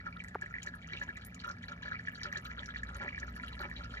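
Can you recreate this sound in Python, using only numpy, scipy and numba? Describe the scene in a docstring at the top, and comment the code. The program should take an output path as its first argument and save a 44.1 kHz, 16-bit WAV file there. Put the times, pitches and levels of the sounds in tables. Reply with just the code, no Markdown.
"""At a part-filled plastic drain pan, microphone close, a machine humming in the distance.
A thin stream of oil falls in and traps air: bubbles blip in uneven clusters over a fine trickle,
now and then they gurgle, and froth pops on the surface. The hollow of the pan rings with all of it.
Early on comes a brief, dry, centred glitch: a blip falling in pitch over a low thump."""
import sys
import numpy as np
from scipy import signal
from scipy.fft import rfft, irfft
from scipy.io import wavfile
from scipy.ndimage import uniform_filter1d
from numba import njit

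SR = 44100
rng = np.random.default_rng(int(sys.argv[2]) if len(sys.argv) > 2 else 0)


def generate_wav(sig):
    """Save sig (samples, or channels by samples) to the path in sys.argv[1] as 16-bit PCM at SR."""
    pcm = np.round(np.clip(np.atleast_2d(sig).T, -1, 1) * 32767).astype(np.int16)
    wavfile.write(sys.argv[1], SR, pcm)


N = 176400


def undb(db):
    """Decibels to gain."""
    return 10 ** (np.asarray(db) / 20)


def curve(table, column=1):
    """A column of a timed table, joined by straight lines."""
    rows = np.array(table)
    return np.interp(np.arange(N) / SR, rows[:, 0], rows[:, column])


def colour(x, points):
    """Filter by points of (frequency [Hz], gain [dB])."""
    hz, db = np.array(points).T
    f = np.maximum(np.fft.rfftfreq(2 * N, 1 / SR), 1)
    gain = undb(np.interp(np.log(f), np.log(hz), db))
    return irfft(rfft(x, 2 * N) * gain)[..., :N]


def walk(rate_hz):
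    """Smooth random drift with a spread near 1."""
    hold = int(SR / rate_hz)
    steps = rng.standard_normal(400)[np.arange(N) // hold]
    return 1.3 * uniform_filter1d(uniform_filter1d(steps, hold), hold)


@njit
def grains(times, hz, gain, cycles, rise, swell):
    """Sines that build over `swell` cycles; over `cycles` they fade 60 dB and go sharp by `rise`."""
    out = np.zeros(N)
    for k in range(len(times)):
        f = min(hz[k], 15000.)
        start = int(times[k] * SR)
        for i in range(int(cycles * SR / f)):
            if 0 <= start + i < N:
                cycle = i * f / SR
                envelope = (1 - np.exp(-(cycle / swell) ** 2)) * np.exp(-6.9 * cycle / cycles)
                phase = 2 * np.pi * cycle * (1 + rise * cycle / cycles / 2)
                out[start + i] += gain[k] * envelope * np.sin(phase)
    return out


def blips(times, hz, db, cycles, swell, rise=0.033):
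    """Damped, rising sines, the way pockets of air ring."""
    columns = np.broadcast_arrays(times, hz, undb(db))
    times, hz, gain = (np.array(column, float).ravel() for column in columns)
    return grains(times, hz, gain, float(cycles), float(rise), float(swell))


# how much the microphone's two ports differ (frequency [Hz], gain [dB])
PORT_DIFFERENCE = [(60, -46.5), (200, -62), (380, -37.5), (650, -15), (1100, 3), (4000, 4), (15000, -3)]
def stereo_side(x):
    """The difference between the ports: treble, a quarter cycle ahead, as the left port is nearer."""
    return -signal.hilbert(colour(x, PORT_DIFFERENCE)).imag


# spectrum of the far rumble (frequency [Hz], relative level [dB])
RUMBLE_SPECTRUM = [(20, -33), (33, -17.5), (48, 4.5), (60, -2.5), (85, 4.5), (110, 1.5), (145, -5.5),
                   (185, -0.5), (255, -1.5), (310, -16.5), (550, -17.5), (800, -21), (1700, -39.5),
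                   (3000, -38.5), (7000, -45.5), (9000, -60), (11000, -48.5), (16000, -63.5)]
# tones of the hum (frequency [Hz], level offset [dB])
HUM_TONES = [(60.4, -3), (121, -11), (173, -6.5)]
# course of the lowest tone (time [s], level [dB])
LOW_HUM_LEVEL = [(0, -56.5), (1.2, -57), (2.3, -68), (2.5, -47.5), (3.3, -47.5), (4, -49.5)]
def machine():
    """Far off, a machine's hum wavers in a slowly growing rumble; gives mid and side."""
    rumble_db, growth_db_per_s = -54.5, 1.0
    waver, flutter_db, overtone_db = 0.0276, 2.2, -53.5
    t = np.arange(N) / SR
    rumble = colour(rng.standard_normal((2, N)), RUMBLE_SPECTRUM)
    rumble *= undb(rumble_db + growth_db_per_s * t) / np.std(rumble[0])
    hum = 0
    for k, (hz, offset_db) in enumerate(HUM_TONES):
        phase = 2 * np.pi * np.cumsum(hz * (1 + waver * walk(11))) / SR
        db = (overtone_db if k else curve(LOW_HUM_LEVEL)) + offset_db + flutter_db * walk(11)
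        hum = hum + np.sqrt(2) * undb(db) * np.sin(phase)
    return rumble[0] + hum, stereo_side(rumble[1])


# strength of the stream where it lands (time [s], level [dB])
FLOW_LEVEL = [(0, -56.5), (.75, -57), (.95, -55), (1.33, -54.5), (1.58, -56.5), (1.9, -52.5), (2.03, -52),
              (2.3, -48.5), (2.55, -54.5), (3.1, -51.5), (3.3, -55.5), (3.6, -48.5), (4, -58.5)]
def trickle(count, centre_hz, spread_oct, offset_db, scatter_db, cycles):
    """Small bubbles ring throughout, their loudness following the flow."""
    t = (np.arange(count) + 3 * rng.random(count) - 1) / count * N / SR
    pitch, loudness = np.clip(rng.standard_normal((count, 2)).T, -2.2, 2.2)
    db = np.interp(t, *np.array(FLOW_LEVEL).T) + offset_db + scatter_db * loudness
    return blips(t, centre_hz * 2 ** (spread_oct * pitch), db, cycles, swell=cycles / 10)


# air trapped by the stream (time [s], relative level [dB], pitch [Hz], relative fizz level [dB])
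TRAPPED_BUBBLES = [(0.0013, -43, 1960, -78), (0.0652, -33, 1460, -56), (0.0682, -35.5, 1455, -73),
                   (0.1257, -44, 2340, -99), (0.164, -43, 1335, -73), (0.2024, -36, 2350, -56),
                   (0.2447, -41, 1960, -71), (0.2836, -45.5, 1826, -61), (0.4201, -34, 1645, -53.0),
                   (0.4602, -39.5, 1840, -60), (0.508, -44, 1430, -75), (0.5397, -33, 1940, -68.0),
                   (0.551, -38, 1910, -71.0), (0.5634, -41, 1820, -63.0), (0.5837, -35.5, 2040, -58),
                   (0.623, -43, 2920, -50), (0.6713, -34, 1784, -47), (0.7381, -38.5, 1607, -62.5),
                   (0.8257, -48, 3300, -56.5), (0.8446, -43, 2050, -79), (0.8872, -43, 2850, -69),
                   (0.8973, -45, 1910.0, -60), (0.905, -44, 2960, -70), (0.9207, -41.5, 1940, -54),
                   (0.9333, -34, 2230, -49), (0.954, -56, 2950, -56.0), (0.9725, -32, 2700.0, -48.5),
                   (1.0026, -59, 2380, -53), (1.0134, -33.5, 1700, -65), (1.0246, -36.5, 1660, -48),
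                   (1.0889, -34.5, 1675, -57.5), (1.157, -45, 2420, -82), (1.1713, -39.5, 1930.0, -54.5),
                   (1.218, -49, 3250, -53), (1.4, -39, 4470, -48.5), (1.4441, -34.5, 1390, -47),
                   (1.4773, -34.5, 1390.0, -52), (1.4984, -33.5, 1454, -72), (1.6308, -45, 3450, -51),
                   (1.6391, -40, 1960, -73), (1.6836, -40.5, 1580, -49.5), (1.7181, -36.5, 1400, -50.5),
                   (1.8284, -40, 1680, -44.5), (1.8569, -36, 1570, -50.5), (1.8792, -38, 1700, -50.5),
                   (1.919, -30, 1530, -54), (1.9468, -37, 1990, -76), (1.955, -37.5, 2280, -80),
                   (1.994, -39, 1770, -58), (2.0724, -36, 1830, -49), (2.0821, -33, 1700, -68),
                   (2.154, -37.5, 4440, -53), (2.2152, -39, 1890, -55), (2.233, -45, 1940, -49),
                   (2.2432, -46, 1800, -62), (2.2542, -31.5, 1470.0, -46), (2.3261, -33, 1835, -55),
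                   (2.3573, -34, 1790, -54), (2.3685, -39, 1730, -48), (2.453, -39.5, 1420, -43),
                   (2.4989, -41.5, 1600.0, -54.5), (2.5147, -39, 2040, -54), (2.58, -37.5, 1500, -54),
                   (2.5929, -31.5, 3340, -54), (2.6314, -38.5, 1840, -53), (2.6884, -35.5, 1556, -53),
                   (2.7023, -47, 1600, -63), (2.706, -41, 3440, -70), (2.746, -38.5, 1940.0, -56),
                   (2.759, -35, 1860.0, -60), (2.77, -41.5, 4200, -47.5), (2.787, -44, 3640, -62),
                   (2.8324, -34.5, 1763, -62), (2.8893, -39.5, 1490, -53), (2.954, -40, 1400, -51),
                   (2.999, -40, 1940, -71), (3.0178, -36.5, 1570, -50), (3.0618, -41, 2010, -73),
                   (3.0794, -32, 1930, -53), (3.0888, -34.5, 2450, -68), (3.128, -39, 2150, -69),
                   (3.1461, -36.5, 2160, -73), (3.1783, -35.5, 1810, -49.5), (3.2292, -34.5, 1780, -67),
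                   (3.2787, -40, 1445, -54), (3.3627, -42, 1640, -50.5), (3.3974, -39, 2090, -62),
                   (3.4353, -36.5, 1415, -47.5), (3.4808, -37, 3000, -54), (3.531, -43.5, 4050, -49.5),
                   (3.6146, -33.5, 1510, -46), (3.6401, -43, 1230, -71), (3.7129, -36.5, 1864, -58),
                   (3.7638, -36, 3850, -52), (3.7814, -44, 4050.0, -51), (3.8075, -44, 1390, -54),
                   (3.8429, -41, 1410, -47.5), (3.9063, -45, 3100, -52.0), (3.9383, -38, 1444, -48),
                   (3.97, -37.5, 1920, -51), (3.9805, -40.5, 1940, -59)]
def bubbles():
    """Close up, each trapped bubble rings briefly amid three fainter ones and a little fizz."""
    rise, cluster_s, fizz_s, fizz_hz = 0.04, 0.011, 0.0073, 4320
    t, db, hz, fizz_db = np.array(TRAPPED_BUBBLES).T[:, :, None]
    main = blips(t, hz * (1 - rise / 4), db + 4, cycles=18.4, swell=2.37, rise=rise)
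    when, pitch, loudness = rng.uniform(-1.5, 1.5, (len(t), 3, 3)).transpose(2, 0, 1)
    cluster = blips(t + cluster_s * (when + .5), hz * 2 ** (0.26 * pitch),
                    db - 10 + 2 * loudness, cycles=17, swell=1.17)
    when, pitch, loudness = rng.uniform(-1.5, 1.5, (len(t), 14, 3)).transpose(2, 0, 1)
    fizz = blips(t + fizz_s * (when + .5), fizz_hz * 2 ** (.55 * pitch),
                 fizz_db + 4 + 2 * loudness, cycles=12.96, swell=1.94)
    return main + cluster + fizz


# resonances of the hollow (frequency [Hz], bandwidth [Hz], mid gain [dB], side gain [dB])
HOLLOW_MODES = [(380, 14, -5, -28), (479, 17, -26, -25), (580, 22, 11, -21.5), (837, 60, 5.5, -21),
                (928, 57, -4, -3), (989, 25, 12, -18), (1070, 68, -7, -12), (1276, 22, 9, 14),
                (1381, 25, 9, 9.5), (1670, 67, -12.5, 5.5), (1673, 27, 5, -2), (1728, 92, 5, -2),
                (1957, 84, -3, -21), (2276, 49, 6, 4), (2780, 40, -1, 0), (3064, 32, -1, 0),
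                (3510, 120, -8, 5), (3970, 175, 3, -3), (4480, 68, -5, -4), (5744, 114, 7.5, -21),
                (6814, 200, 6, -9)]
# tone of the reflections off the plastic walls (frequency [Hz], gain [dB])
WALL_TONE = [(900, 4), (1400, 0.5), (2000, -5.5), (4000, 4.5), (12000, 5)]
def pan(oil):
    """The oil arrives directly, through the ringing hollow and off the walls; gives mid and side."""
    direct_db, walls_db, walls_t60_s = -10.5, -5.5, 0.057
    mid, side = undb(direct_db) * oil, undb(-4.5) * stereo_side(oil)
    for hz, width_hz, mid_db, side_db in HOLLOW_MODES:
        mode = signal.lfilter(*signal.iirpeak(hz, hz / width_hz, fs=SR), oil)
        mid += undb(mid_db) * mode
        side += undb(side_db) * np.gradient(mode) * SR / (2 * np.pi * hz)  # a quarter cycle ahead
    t = np.arange(SR // 5) / SR
    tails = rng.standard_normal((2, len(t))) * undb(-60 * t / walls_t60_s)
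    tails *= undb(walls_db) / np.sqrt(np.sum(tails[0] ** 2))
    reflections = signal.fftconvolve(colour(oil, WALL_TONE)[None], tails, axes=1)[:, :N]
    return mid + reflections[0], side + stereo_side(reflections[1])


# the stream churning the pool (middle time [s], length [s], relative level [dB])
CHURNS = [(0.071, .04, -50), (0.426, .03, -48), (0.667, .05, -48), (0.943, .05, -46), (1.019, .05, -49),
          (1.083, .03, -47.5), (1.479, .08, -45.5), (1.704, .05, -52), (1.862, .04, -47), (1.919, .03, -52),
          (2.268, .05, -43.5), (2.362, .08, -50), (2.605, .05, -49.5), (2.895, .04, -51), (2.962, .04, -50),
          (3.037, .07, -36.5), (3.225, .03, -48.5), (3.445, .06, -55.5), (3.629, .07, -35.5),
          (3.803, .06, -49.5), (3.954, .07, -49.5)]
def gurgles():
    """Swarms of larger, quickly damped bubbles; the few largest thud."""
    swarm_hz, spread_oct, thud_hz = 972, 1.46, 261
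    t, length, db = np.array(CHURNS).T[:, :, None]
    when, pitch, loudness = rng.uniform(-1, 1, (len(t), 40, 3)).transpose(2, 0, 1)
    swarm_db = db - 1.5 + 5 * loudness - 6 * when ** 2  # loudest in the middle
    swarm = blips(t + length * when / 2, swarm_hz * 2 ** (spread_oct * pitch), swarm_db,
                  cycles=6.44, swell=0.49)
    when, pitch = rng.uniform(-1, 1, (len(t), 4, 2)).transpose(2, 0, 1)
    thuds = blips(t + length * when / 2, thud_hz * 2 ** pitch, db - 14.5, cycles=5.8, swell=1)
    return swarm + thuds


# glide of the glitch's blip (time [s], pitch [Hz], level [dB])
GLITCH_GLIDE = [(.347, 1346, -36), (.3505, 1390, -61), (.3518, 1480, -34), (.3535, 1260, -34),
                (.3555, 700, -41), (.357, 900, -27.5), (.3585, 770, -28), (.3595, 895, -65),
                (.362, 1100, -53)]
def glitch():
    """A faint tick, then a brief, dry, centred glitch: a blip falling in pitch over a low thump."""
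    t = np.arange(N) / SR
    tick = blips(times=0.17, hz=3660, db=-39, cycles=14, swell=1.3)
    phase = 2 * np.pi * np.cumsum(curve(GLITCH_GLIDE)) / SR
    sounding = (t > GLITCH_GLIDE[0][0]) & (t < GLITCH_GLIDE[-1][0])
    tone = np.sin(phase) * undb(curve(GLITCH_GLIDE, column=2)) * sounding
    thump = blips(times=.3535, hz=408, db=-25.5, cycles=8.5, swell=0.54)
    return tick + tone + thump


# froth bursting on the surface (time [s], relative level [dB], pitch [Hz])
FROTH_POPS = [(.2393, -42.5, 8100), (0.2833, -44.5, 7340), (0.413, -43.5, 7400), (0.46, -56, 7560),
              (0.622, -54, 7050), (.631, -34.5, 6820), (.664, -43.5, 6300), (0.752, -48, 9800),
              (0.8736, -49, 6300), (0.9339, -45.5, 3940), (.997, -49, 6700), (1.036, -46.5, 6370),
              (1.1698, -46, 7200), (1.249, -36, 9350), (1.264, -36.5, 12200), (1.346, -40, 6900),
              (1.4724, -51, 12000), (1.4927, -45, 6050), (1.5126, -43, 5400), (1.683, -47, 4220),
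              (2.216, -57, 13000), (2.2331, -32.5, 5070), (2.326, -44.5, 5940), (2.372, -43.5, 4100),
              (2.3745, -40, 6300), (2.452, -47.5, 11800), (2.6589, -40.5, 5550), (2.834, -46.5, 6900),
              (2.946, -45, 6400), (2.966, -44, 9700), (3.1999, -41.5, 6200), (3.269, -54, 6100),
              (3.3623, -48, 10400), (3.482, -49.5, 9700), (3.592, -46, 4370), (3.609, -47, 11600),
              (3.8434, -47.5, 5240)]
def pops():
    """A bursting film snaps, and its tiny cavity rings."""
    t, db, hz = np.array(FROTH_POPS).T
    snap = blips(t, hz, db + 10.5, cycles=4.5, swell=0.55)
    cavity = blips(t, hz, db + 5.5, cycles=17.6, swell=1.05)
    return snap + cavity


def scene():
    """Oil in the pan up close, the machine far behind it; gives left and right."""
    oil = bubbles() + pops() + gurgles()
    stream = trickle(count=800, centre_hz=1720, spread_oct=0.362, offset_db=2.5, scatter_db=3, cycles=17)
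    froth = trickle(count=1400, centre_hz=6400, spread_oct=0.35, offset_db=-14, scatter_db=10.5,
                    cycles=11)
    spits = trickle(count=50, centre_hz=9300, spread_oct=0.64, offset_db=4.5, scatter_db=1, cycles=18)
    near_mid, near_side = pan(oil + stream + froth + spits)
    far_mid, far_side = machine()
    mid, side = near_mid + far_mid + glitch(), near_side + far_side
    return np.array([mid + side, mid - side])


# overall treble colour (frequency [Hz], gain [dB])
TREBLE_COLOUR = [(100, 0), (1000, 0), (2000, 8.5), (3500, 3.5), (5000, 1), (7200, -4.5), (8100, -5.5),
                 (8900, -17), (10000, 0.5), (12000, 1), (13200, -30), (14800, 12), (16000, -81)]
def record(dry):
    """A presence lift, two narrow notches and a bright peak near 15 kHz; above that the top is cut."""
    top_hz = 15900
    lowpass = signal.ellip(8, .2, 70, top_hz, fs=SR, output="sos")
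    return signal.sosfilt(lowpass, colour(dry, TREBLE_COLOUR))


dry = scene()
out = record(dry)
generate_wav(out)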